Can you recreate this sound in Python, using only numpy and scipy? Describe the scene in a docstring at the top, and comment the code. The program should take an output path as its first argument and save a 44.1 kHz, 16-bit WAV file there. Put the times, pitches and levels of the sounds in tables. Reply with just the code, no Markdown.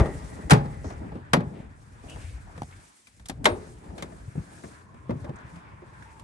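"""Two heavy rear doors of a van are unlatched and swung open in a car park, heard by a hand-held microphone pair.
First, knocks and a hard latch set the first door booming and ringing, under an airy hiss and a low rumble.
The rumble is nearly silent around 2.95 s; the second door follows, with a bright latch clack near 3.5 s.
Lighter knocks, thumps and scrapes come after, and from 4.5 s a far car's tyre note grows and sinks.
Clothes rustle and traffic hums behind. Blows are dying sine tones and noise; the rest is mostly shaped noise."""
import sys
import numpy as np
from scipy import signal
from scipy.io import wavfile

SR = 44100
rng = np.random.default_rng(int(sys.argv[2]) if len(sys.argv) > 2 else 0)


def transcribe(signal):
    """Save signal, clipped to [-1, 1], as a 16-bit WAV file at the path in sys.argv[1]."""
    frames = np.atleast_2d(signal).T
    limited = np.clip(frames, -1, 1)
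    pcm = np.round(limited * 32767).astype(np.int16)
    wavfile.write(sys.argv[1], SR, pcm)


N = 274875

# Far traffic spectrum: pitch_hz, relative level_db (per Hz)
TRAFFIC_SPECTRUM = [(350, -34.5), (600, -15), (774, -4.5), (1010, -4), (1210, -9), (1620, -2), (2330, -12),
                    (3050, -20), (4000, -15.5), (5200, -53.5), (8800, -120)]
# Far traffic, more or less screened by doors and body: time_s, level_db
TRAFFIC_LEVEL = [(0, -56.5), (.42, -55.5), (1.04, -58.5), (1.4, -60), (1.72, -67), (2.19, -58.5),
                 (2.44, -63), (2.58, -59.5), (2.83, -64), (3.1, -78), (3.45, -64.5), (4, -62), (4.9, -63),
                 (5.4, -59), (6.23, -61)]
# Two humps where tyre roar stands out: pitch_hz, width_hz, added_db
TYRE_HUMPS = [(974, 103, -9), (1720, 170, -14)]
# A far car rolls by: time_s, level_db
CAR_LEVEL = [(4.5, -82.5), (4.8, -61.5), (5.2, -60.5), (5.7, -59), (6.23, -56)]
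# Its tyre note coming, then going: pitch_hz, width_hz (of each of two filter passes)
CAR_NOTES = [(1050, 210), (910, 150)]

# Door and grip rumble spectrum: pitch_hz, relative level_db (per Hz)
RUMBLE_SPECTRUM = [(15, -45), (25, -21.5), (49, -1), (103, 0.5), (123, 1.5), (146, -12.5), (331, -20.5),
                   (470, -36), (500, -16), (650, -56), (1100, -120)]
# Low handling rumble of doors and grip, nearly silent around 2.95 s: time_s, level_db
RUMBLE_LEVEL = [(0, -12.5), (.05, -34), (.42, -48.5), (.6, -35), (.7, -39), (.88, -44), (1.04, -41.5),
                (1.37, -47.5), (1.8, -50), (2.2, -45.5), (2.58, -47), (2.83, -52.5), (2.95, -88),
                (3.16, -60), (3.36, -45.5), (3.5, -36.5), (3.8, -49), (4.23, -46), (4.5, -52), (4.94, -52),
                (5.12, -47.5), (5.3, -44), (5.4, -45.5), (5.52, -48.5), (6.23, -49.5)]
# Gain of the deepest rumble, which drops at 4.4 s and partly returns: time_s, gain_db
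DEEP_GAIN = [(0, 4.5), (4.3, 1.5), (4.45, -24), (5.0, -13.5), (5.3, -5.5), (5.6, -13), (5.95, -2),
             (6.23, 0.5)]
# Panel murmur spectrum: pitch_hz, relative level_db (per Hz)
MURMUR_SPECTRUM = [(110, -31), (180, -0.5), (270, -4), (456, -11), (491, -13), (771, -16.5), (900, -11),
                   (1170, -50), (1980, -120)]
# Murmur of the panels as a door is moved: top_s, level_db, half_length_s
MURMUR_SWELLS = [(0, -27.5, 0.034), (.36, -48.5, 0.2), (1.04, -42.5, 0.067), (1.57, -44.5, 0.11),
                 (2.12, -52.5, 0.085), (2.58, -59.5, 0.067), (3.53, -42.5, .12), (3.99, -46, 0.16),
                 (4.6, -59, 0.3), (5.22, -57, 0.19)]
# Clothes rustle spectrum: pitch_hz, relative level_db (per Hz)
RUSTLE_SPECTRUM = [(1290, -23), (2200, -4.5), (2500, -13), (3590, -8.5), (6070, -8), (8600, -5), (10400, 2),
                   (11400, -10), (11800, -14), (12200, -60.5), (12900, -59), (16800, -89), (22000, -120)]
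# Clothes rustle with each gesture: top_s, level_db, half_length_s
RUSTLE_SWELLS = [(.2, -57, 0.36), (.8, -66, 0.27), (1.51, -74.5, 0.12), (1.85, -73, 0.11),
                 (2.19, -58.5, 0.19), (2.8, -64, 0.42), (3.63, -64, .12), (4.1, -67, 0.48),
                 (4.62, -60, 0.18), (5.22, -70.5, 0.07), (5.52, -68.5, 0.063), (6.07, -71.5, 0.21)]
RUSTLE_REST_DB = -75
# Stereo width of the background: pitch_hz, side_minus_mid_db
BACKGROUND_WIDTH = [(60, -8.5), (110, -14), (200, -9), (360, -3), (640, 2), (1160, 5), (2110, -1.5),
                    (3810, -1), (6890, -3.5), (12500, -7)]

# Airy hiss of the swinging first door: time_s, level_db
SWING_HISS_LEVEL = [(0.0, -49), (0.068, -50), (0.224, -59.5), (0.748, -59.5), (1.024, -67), (1.158, -76),
                    (1.3, -82)]
SWING_HZ, SWING_WIDTH_HZ = 1950, 300   # width of each of two filter passes
# Scrapes of strap, seal and sleeve, and a buzzing trim:
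# start_s, length_s, pitch_hz, width_hz (of each of two filter passes), level_db
SCRAPES = [(0.833, 0.13, 5950, 2550, -56.5), (1.536, 0.14, 1900, 1540, -58), (2.042, 0.23, 620, 300, -53),
           (2.08, 0.088, 2850, 500, -50), (2.178, 0.21, 2250, 1500, -56.5), (2.467, 0.067, 764, 300, -54),
           (2.723, 0.031, 2160, 1194, -56), (3.472, 0.11, 8960, 804, -56), (3.991, 0.042, 1920, 2470, -52),
           (4.638, 0.025, 1683, 860, -52), (5.263, 0.06, 756, 490, -46.5), (5.357, 0.019, 6940, 4000, -61),
           (5.385, 0.01, 6600, 905, -64)]
# Soft thumps of hand and door weight: start_s, pitch_hz, level_db, length_ms
THUMPS = [(0.444, 63.5, -25.5, 32), (0.856, 75, -27.5, 33), (1.385, 175, -18, 18.6), (1.422, 130, -26, 28),
          (1.47, 119, -23.5, 11), (2.234, 76.5, -30, 44), (2.262, 92, -33, 75), (2.32, 61.4, -30, 75),
          (3.412, 262, -34.5, 24), (3.88, 67.3, -36, 43), (4.277, 115, -28.5, 23), (4.39, 97, -27.5, 24),
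          (5.039, 127, -45, 110), (5.117, 109, -28.5, 35), (5.151, 147, -29.5, 44), (5.215, 107, -34, 37),
          (5.524, 161, -40, 42)]

# Knocks on the doors: start_s, body_db (at 850 Hz), hardness_db_per_octave, boom_db, boom_hz,
# note_db (of the struck part), note_hz, ring_length_factor
KNOCKS = [(0.001, -22, -6, -20.5, 66.6, -27, 793, 1), (0.056, -32.5, -5.5, -36, 198.4, -27, 616, 1),
          (0.388, -39.5, -8, -40, 268, -43, 624, 0.44), (0.497, -25.5, -0.5, -36, 61, -21, 1180, 1),
          (0.506, -15.5, 1.5, -35, 196, -15, 990, 0.81), (0.511, -13, 1, -21, 191, -9, 765, 0.83),
          (0.518, -10.5, -3, -4, 155, -8, 790, 0.49), (0.531, -20, -0.5, -9.5, 122.4, -19, 600, 1),
          (0.655, -40.5, -4.5, -31, 175, -42, 726, 0.79), (0.843, -39.5, -6.5, -36, 101, -32, 620, 0.97),
          (0.903, -39.5, -4, -43, 233, -32, 705, 0.86), (1.118, -45.5, -8, -29.5, 171, -35, 830, 1),
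          (1.154, -39, -8, -27, 97.5, -51, 593, 0.48), (1.333, -10.5, 0.95, -11.5, 160.5, -14, 990, 0.56),
          (1.341, -21, -10, -26, 205, -7, 512, 0.38), (1.367, -27.5, -6.5, -22.5, 179, -27, 537, 0.59),
          (1.404, -34.5, -5.5, -21.5, 124, -40, 725, 0.86), (2.037, -53, -9, -43, 81.5, -44, 615, 0.82),
          (2.096, -54.5, 4, -59, 128, -49, 540, .98), (2.159, -41, -3, -74, 105, -38, 586, 0.48),
          (2.577, -44, -0.5, -29, 120, -34, 515, 0.36), (2.619, -38, 1.5, -19.5, 264, -11.5, 820, 0.21),
          (2.631, -49, 2.5, -27, 72, -26, 730, 0.31), (2.709, -57.5, 1, -45, 93.5, -51, 756, .97),
          (3.07, -62, 4.5, -59.5, 254, -37.5, 2400, 1), (3.196, -55.5, 1.5, -37.5, 64.6, -45, 1760, .56),
          (3.257, -53, 4.5, -48, 72.7, -31, 3420, 0.79), (3.285, -56.5, 10, -51, 56.5, -36, 3140, 0.41),
          (3.296, -33, 2.5, -22, 262, -22, 770, 0.48), (3.443, -34.5, 2.9, -22, 225, -31, 700, .83),
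          (3.455, -9.5, 0.5, -46, 256, 2.5, 3080, 0.66), (3.465, -23, -7, -52.5, 116, -10, 613.5, 0.91),
          (3.979, -43, 0, -41, 174, -37, 664, 1), (4.023, -34.5, 1, -27, 156, -28, 560, 0.65),
          (4.121, -51, -4, -46, 85, -41, 645, 0.89), (4.354, -45, -9, -20, 153, -37, 500, 0.52),
          (4.376, -48, -5.5, -18.5, 167, -39.5, 510, 0.57), (4.636, -44.5, -5, -37, 118, -38.5, 670, 1),
          (4.943, -51.5, -3.5, -39, 233, -52, 1136, .62), (5.094, -33.5, -8, -20.5, 221, -21.5, 501, 0.54),
          (5.106, -32.5, -6, -20, 112.4, -26.5, 576, 0.64), (5.243, -42, -4, -36, 258, -33, 584, 0.91),
          (5.292, -41.5, -5.5, -25.5, 144, -30, 510, 0.66), (5.558, -52, -0.6, -35, 177, -59, 1080, 1),
          (5.819, -49.5, -8, -71.5, 113.5, -48.5, 1020, 0.74), (6.024, -51, 0, -46, 99, -25.5, 1650, 0.41),
          (6.195, -53.5, 1.6, -52, 104, -46, 850, 0.91)]
# Centres of boom, thud, clunk, clack and click: pitch_hz
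PARTS_HZ = [100, 320, 850, 2400, 7000]
# Thud, clunk, clack and click of a knock of hardness 0, against its body: level_db
KNOCK_COLOUR = [-0.95, 2, 0.56, -1.7]
# Distinct ringing tones (modes) of each door: pitch_hz, relative level_db, time_to_fall_60_db_s
FIRST_DOOR = [(71.5, -7.5, 0.12), (143, -8, 0.7), (173.5, -3, 0.31), (208.4, -2, 0.28), (244.4, -6.5, 0.3),
              (332, -0.5, 0.11), (333.4, -5.5, 0.18), (423.5, -8, 0.39), (527, -19.5, 0.23),
              (602, -15, 0.29), (811, -10.5, .45), (865, -16.5, 0.56), (1144, -9, 0.056),
              (1220, -11.5, 0.15), (1640, -23, .1), (1877, -14, 0.21), (2060, -7, .1), (2220, -21.5, .1),
              (2640, -32.5, 0.092), (4740, -11.5, .08), (5780, -19, 0.12)]
SECOND_DOOR = [(73.7, -11.5, 0.17), (207.8, -8.5, 0.37), (249, -3, 0.29), (360.2, -3, .35),
               (428.7, -19, 0.84), (618.6, -3, 0.18), (736, -21.5, .2), (906, -25, .15), (1123, -8, 0.08),
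               (1270, -21, 0.14), (1776, -2, 0.052), (2082, 1.5, 0.067), (3207, -12.5, 0.047),
               (3460, -1.5, 0.036), (3710, -8, 0.092)]
SECOND_DOOR_FROM_S = 2.9
# Crowded modes of the panels, heard as dying noise: pitch_hz, relative level_db, time_to_fall_60_db_s
PANELS = [(45, -19.5, 0.25), (90, -13, 0.14), (185, 1.5, 0.22), (401, -3.5, 0.27), (970, 1, 0.12),
          (2530, -1.5, 0.064), (5000, -0.5, 0.048), (8900, 3.5, 0.036), (11760, -1.5, 0.036)]
# Share of panel noise that differs between the channels: pitch_hz, level_db
KNOCK_WIDTH = [(60, -11), (300, -16), (1000, -3.5), (3000, -1), (8000, -5.5), (12000, -2)]
# Left and right balance of the knocks: pitch_hz, left_minus_right_db
KNOCK_BALANCE = [(60, 1.5), (110, 3), (200, 3), (360, 4), (640, 2.5), (1160, 5.5), (2110, 5), (3810, 7),
                 (6890, 7.5), (12500, -5.5)]
# Where the worked door is: time_s, left_delay_ms (against the right), left_minus_right_db
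BEARING = [(0, -0.05, -1.5), (.45, 0.4, -2), (2.7, 0.23, -1.7), (3.2, -0.24, -1.9), (4.5, -0.53, -0.5),
           (6.23, -0.39, -6)]
CONTACT_MS = 1.3
# A strong hard blow is a latch snap: its mids stand out because thud and click are cut.
# Cut in dB per dB of strength above SNAP_FROM_DB, times a hardness weight of 0 to 2
SNAP_FROM_DB, SNAP_THUD_CUT, SNAP_CLICK_CUT = -31, .25, 0.13

PORT_NOTCH_HZ, PORT_NOTCH_WIDTH_HZ = 10100, 830
LOW_CUT_HZ, CUTOFF_HZ = 42.2, 13200
# Edges of half-octave noise bands, in Hz
EDGES = 28 * 2 ** np.arange(0, 9.1, .5)


def amp(db):
    """Turn decibels into a gain."""
    return 10 ** (np.asarray(db) / 20)


def rms_one(x):
    """Scale a sound to an average (rms) strength of 1."""
    return x / np.sqrt(np.mean(x ** 2) + 1e-20)


def in_time(rows, s):
    """Read the columns of a time curve at times s."""
    at, *columns = np.transpose(rows)
    return [np.interp(s, at, column) for column in columns]


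def at_hz(points, hz, axis=1):
    """Read a spectrum column, with pitch spaced by octaves as we hear it."""
    points = np.array(points)
    return np.interp(np.log(hz), np.log(points[:, 0]), points[:, axis])


def drift(rate):
    """Wander slowly by chance, with spread 1: smoothed noise, faster for a higher rate."""
    r = np.exp(-80 * np.pi * rate / SR)
    noise = rng.standard_normal(N // 40 + 2002)   # one value per 40 samples
    slow = signal.lfilter([1], [1, -2 * r, r * r], noise)[2000:]
    return np.interp(np.arange(N) / 40, np.arange(len(slow)), rms_one(slow))


def noise_bands():
    """Split unrelated noise pairs into half-octave bands of equal power per Hz; give centres and bands."""
    white = rng.standard_normal((2, 2, N + 4000))
    bands = []
    for k, (low, high) in enumerate(zip(EDGES, EDGES[1:])):
        band_filter = signal.butter(2, [low, high], "band", fs=SR, output="sos")
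        # neighbouring bands use different noise
        bands.append(signal.sosfilt(band_filter, white[k % 2])[:, 4000:])
    return np.sqrt(EDGES[:-1] * EDGES[1:]), bands


def resonate_twice(x, hz, width_hz):
    """Pass a sound twice through one resonance, which favours pitches near hz."""
    peak = signal.iirpeak(hz, hz / width_hz, SR)
    return signal.lfilter(*peak, signal.lfilter(*peak, x))


def background(spectrum, level_db, patchy_db, flicker_rate):
    """Make patchy stereo noise whose bands swell partly together and partly alone."""
    out, together = 0, drift(flicker_rate)
    for hz, (mid, side) in zip(*noise_bands()):
        if spectrum[0][0] < hz < spectrum[-1][0]:
            flicker_db = patchy_db * (0.9 * together + drift(flicker_rate))
            gain = amp(at_hz(spectrum, hz) + flicker_db)
            out = out + gain * (mid + amp(at_hz(BACKGROUND_WIDTH, hz)) * side * [[1], [-1]])
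    return amp(level_db) * out / np.sqrt(np.mean(out.mean(axis=0) ** 2))


def swells(rows, rest_db):
    """Give levels in dB: a rest level plus rounded swells, each 12 dB down a half length from its top."""
    t = np.arange(N) / SR
    tops = sum(amp(db - 12 * ((t - s) / half_s) ** 2) for s, db, half_s in rows)
    return 20 * np.log10(amp(rest_db) + tops)


def traffic_level_db():
    """Read the far traffic level over time."""
    return in_time(TRAFFIC_LEVEL, np.arange(N) / SR)[0]


def far_traffic():
    """Far traffic is wide noise, with two humps where tyre roar stands out."""
    roar = background(TRAFFIC_SPECTRUM, traffic_level_db(), patchy_db=2.16, flicker_rate=7.1)
    humps = sum(amp(db) * signal.lfilter(*signal.iirpeak(hz, hz / width_hz, SR), roar)
                for hz, width_hz, db in TYRE_HUMPS)
    return roar + humps


def passing_car():
    """Tyre noise sinks in pitch as a higher narrow band gives way to a lower one."""
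    t = np.arange(N) / SR
    coming, going = [rms_one(resonate_twice(rng.standard_normal((2, N)), hz, width_hz))
                     for hz, width_hz in CAR_NOTES]
    passed = np.clip((t - 5.2) / 1.23, 0, 1)
    level_db, = in_time(CAR_LEVEL, t)
    return amp(level_db) * (np.sqrt(1 - passed) * coming + np.sqrt(passed) * going)


def handling_rumble():
    """Doors and grip rumble as low noise, whose deepest part has a gain curve of its own."""
    t = np.arange(N) / SR
    level_db, = in_time(RUMBLE_LEVEL, t)
    rumble = background(RUMBLE_SPECTRUM, level_db, patchy_db=2.3, flicker_rate=14.0)
    deep = signal.sosfiltfilt(signal.butter(2, 62.0, fs=SR, output="sos"), rumble)
    deep_gain_db, = in_time(DEEP_GAIN, t)
    return rumble + (amp(deep_gain_db) - 1) * deep


def panel_murmur():
    """Moved panels murmur as noise that swells above a rest level equal to the traffic's."""
    level_db = swells(MURMUR_SWELLS, traffic_level_db())
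    return background(MURMUR_SPECTRUM, level_db, patchy_db=2.0, flicker_rate=35.0)


def clothes_rustle():
    """Rubbing cloth makes bright, flickering noise that swells with each gesture."""
    level_db = swells(RUSTLE_SWELLS, RUSTLE_REST_DB)
    return background(RUSTLE_SPECTRUM, level_db, patchy_db=1.23, flicker_rate=21.0)


def swing_hiss():
    """The swinging door hisses: air noise passed twice through one resonance."""
    air = resonate_twice(rng.standard_normal((2, N)), SWING_HZ, SWING_WIDTH_HZ)
    level_db, = in_time(SWING_HISS_LEVEL + [(1.7, -100)], np.arange(N) / SR)
    # each channel also hears some of the other
    return amp(level_db + 1.5 * drift(18.0)) * rms_one(air + 0.54 * air[::-1])


def scrapes(grains_per_s=3500.0):
    """Rubbing makes many uneven grains, coloured by one resonance; it starts fast and fades slower."""
    out = np.zeros((2, N))
    grains = (rng.random((2, N)) < grains_per_s / SR) * rng.standard_normal((2, N)) + 1e-18
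    for s, length_s, hz, width_hz, level_db in SCRAPES:
        at, size = round(s * SR), round(length_s * SR)
        rubbed = resonate_twice(grains[:, at:at + size], hz, width_hz)
        stroke = np.sin(np.pi * np.linspace(0, 1, size) ** 0.55)
        out[:, at:at + size] += amp(level_db) * stroke * rms_one(rubbed + 0.23 * rubbed[::-1])
    return out * amp([[1.2], [-1.2]])   # dB, left and right


def thumps():
    """Soft weight gives a few low cycles that swell and fade, stronger on the left."""
    out = np.zeros(N)
    for s, hz, level_db, length_ms in THUMPS:
        t = np.arange(int(length_ms / 1000 * SR)) / SR
        swell = np.sin(np.pi * (t / t[-1]) ** 0.63) ** 1.9
        out[round(s * SR):][:len(t)] += amp(level_db) * swell * np.sin(2 * np.pi * hz * t)
    return out * amp([[1.6], [-1.6]])   # dB, left and right


def struck(t, hz, t60, contact_ms, tail_db=-20.0):
    """A blow builds over the contact and a share of a cycle, drops fast, and leaves a fainter, longer tail."""
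    rise = 1 - np.exp(-t / (max(contact_ms, .05) / 1000 + 0.2 / hz))
    return rise * (amp(-60 * t / t60) + amp(tail_db - 60 * t / (4.6 * t60)))


def knock_colour(body_db, hardness, low_db):
    """A harder blow is brighter; give the level of each part from boom to click."""
    octaves = np.log2(np.array(PARTS_HZ[1:]) / PARTS_HZ[2])
    upper_db = body_db + hardness * octaves + KNOCK_COLOUR
    snap_db = max(body_db - SNAP_FROM_DB, 0) * np.clip(hardness + 2, 0, 2)
    upper_db = upper_db - snap_db * np.array([SNAP_THUD_CUT, 0, 0, SNAP_CLICK_CUT])
    return list(zip(PARTS_HZ, [low_db, *upper_db]))


def knocks(modes_db=-1.75, panels_db=-8.0, boom_db=-2.5, boom_cycles=23.0, note_cycles=35.0, shake=0.18):
    """Each knock rings its own boom and note, the door's modes and the panels; lows reach the ports apart in time."""
    size = SR * 3 // 5
    t, out = np.arange(size) / SR, np.zeros((2, N + size))
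    centres, bands = noise_bands()
    bands = [rms_one(b) for b in bands]
    chance = rng.random((len(KNOCKS), len(FIRST_DOOR) + 1))
    for (s, body_db, hardness, low_db, boom_hz, note_db, note_hz, ring), draw in zip(KNOCKS, chance):
        colour = knock_colour(body_db, hardness, low_db)
        ring = np.clip(ring, .1, 3)
        door = FIRST_DOOR if s < SECOND_DOOR_FROM_S else SECOND_DOOR
        # heavy blows shake the whole door, light taps mostly the part they touch
        shaken_db = modes_db + shake * body_db
        modes = [(hz, shaken_db + at_hz(colour, hz) + db + 4 * (strength - .5), t60)
                 for (hz, db, t60), strength in zip(door, draw[1:])]
        modes += [(boom_hz, low_db + boom_db, boom_cycles / boom_hz),
                  (note_hz, note_db, note_cycles / note_hz)]
        parts = []   # pitch, sound alike in both channels, sound unlike
        for k, (hz, db, t60) in enumerate(modes):
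            envelope = struck(t, hz, ring * t60, CONTACT_MS, tail_db=-26.0)
            # neighbouring modes start in opposite sense
            tone = amp(db) * envelope * np.sin(2 * np.pi * hz * t) * (-1) ** k
            parts.append((hz, tone, 0))
        start = int(draw[0] * (N - size))
        for hz, band in zip(centres, bands):
            level = amp(panels_db + at_hz(colour, hz) + at_hz(PANELS, hz))
            envelope = struck(t, hz, ring * at_hz(PANELS, hz, axis=2), CONTACT_MS)
            alike, unalike = level * envelope * band[:, start:start + size]
            parts.append((hz, alike, unalike * amp(at_hz(KNOCK_WIDTH, hz))))
        late_ms, pan_db = in_time(BEARING, s)
        for hz, alike, unalike in parts:
            balance_db = pan_db + at_hz(KNOCK_BALANCE, hz)
            for channel, side in enumerate((1, -1)):
                # the housing scatters short waves to both ports
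                late_s = side * late_ms / 2000 * (hz < 3500)
                at = max(round((s + late_s) * SR), 0)
                out[channel, at:at + size] += amp(side * balance_db / 2) * (alike + side * unalike)
    return out[:, :N]


def scene():
    """Add the sounds, from the background to the knocks."""
    behind = far_traffic() + handling_rumble() + panel_murmur() + clothes_rustle()
    behind = behind * amp([[.7], [-.7]])   # dB, left and right
    return behind + passing_car() + swing_hiss() + scrapes() + thumps() + knocks()


def record(dry):
    """The ports cancel in their sum at one high pitch; deepest bass is cut, peaks are rounded and the top is cut."""
    mid, side = (dry[0] + dry[1]) / 2, (dry[0] - dry[1]) / 2
    mid = signal.lfilter(*signal.iirnotch(PORT_NOTCH_HZ, PORT_NOTCH_HZ / PORT_NOTCH_WIDTH_HZ, SR), mid)
    # at that pitch the ports add up in their difference
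    side = side + amp(8.5) * signal.lfilter(*signal.iirpeak(PORT_NOTCH_HZ, 14.0, SR), side)
    side = signal.sosfilt(signal.butter(6, 11200.0, fs=SR, output="sos"), side)
    low_cut = signal.butter(4, LOW_CUT_HZ, "high", fs=SR, output="sos")
    mid, side = signal.sosfilt(low_cut, [mid, side])
    rounded = 0.93 * np.tanh(np.array([mid + side, mid - side]) / 0.93)
    return signal.sosfilt(signal.cheby2(12, 70, CUTOFF_HZ, fs=SR, output="sos"), rounded)


dry = scene()
out = record(dry)
transcribe(out)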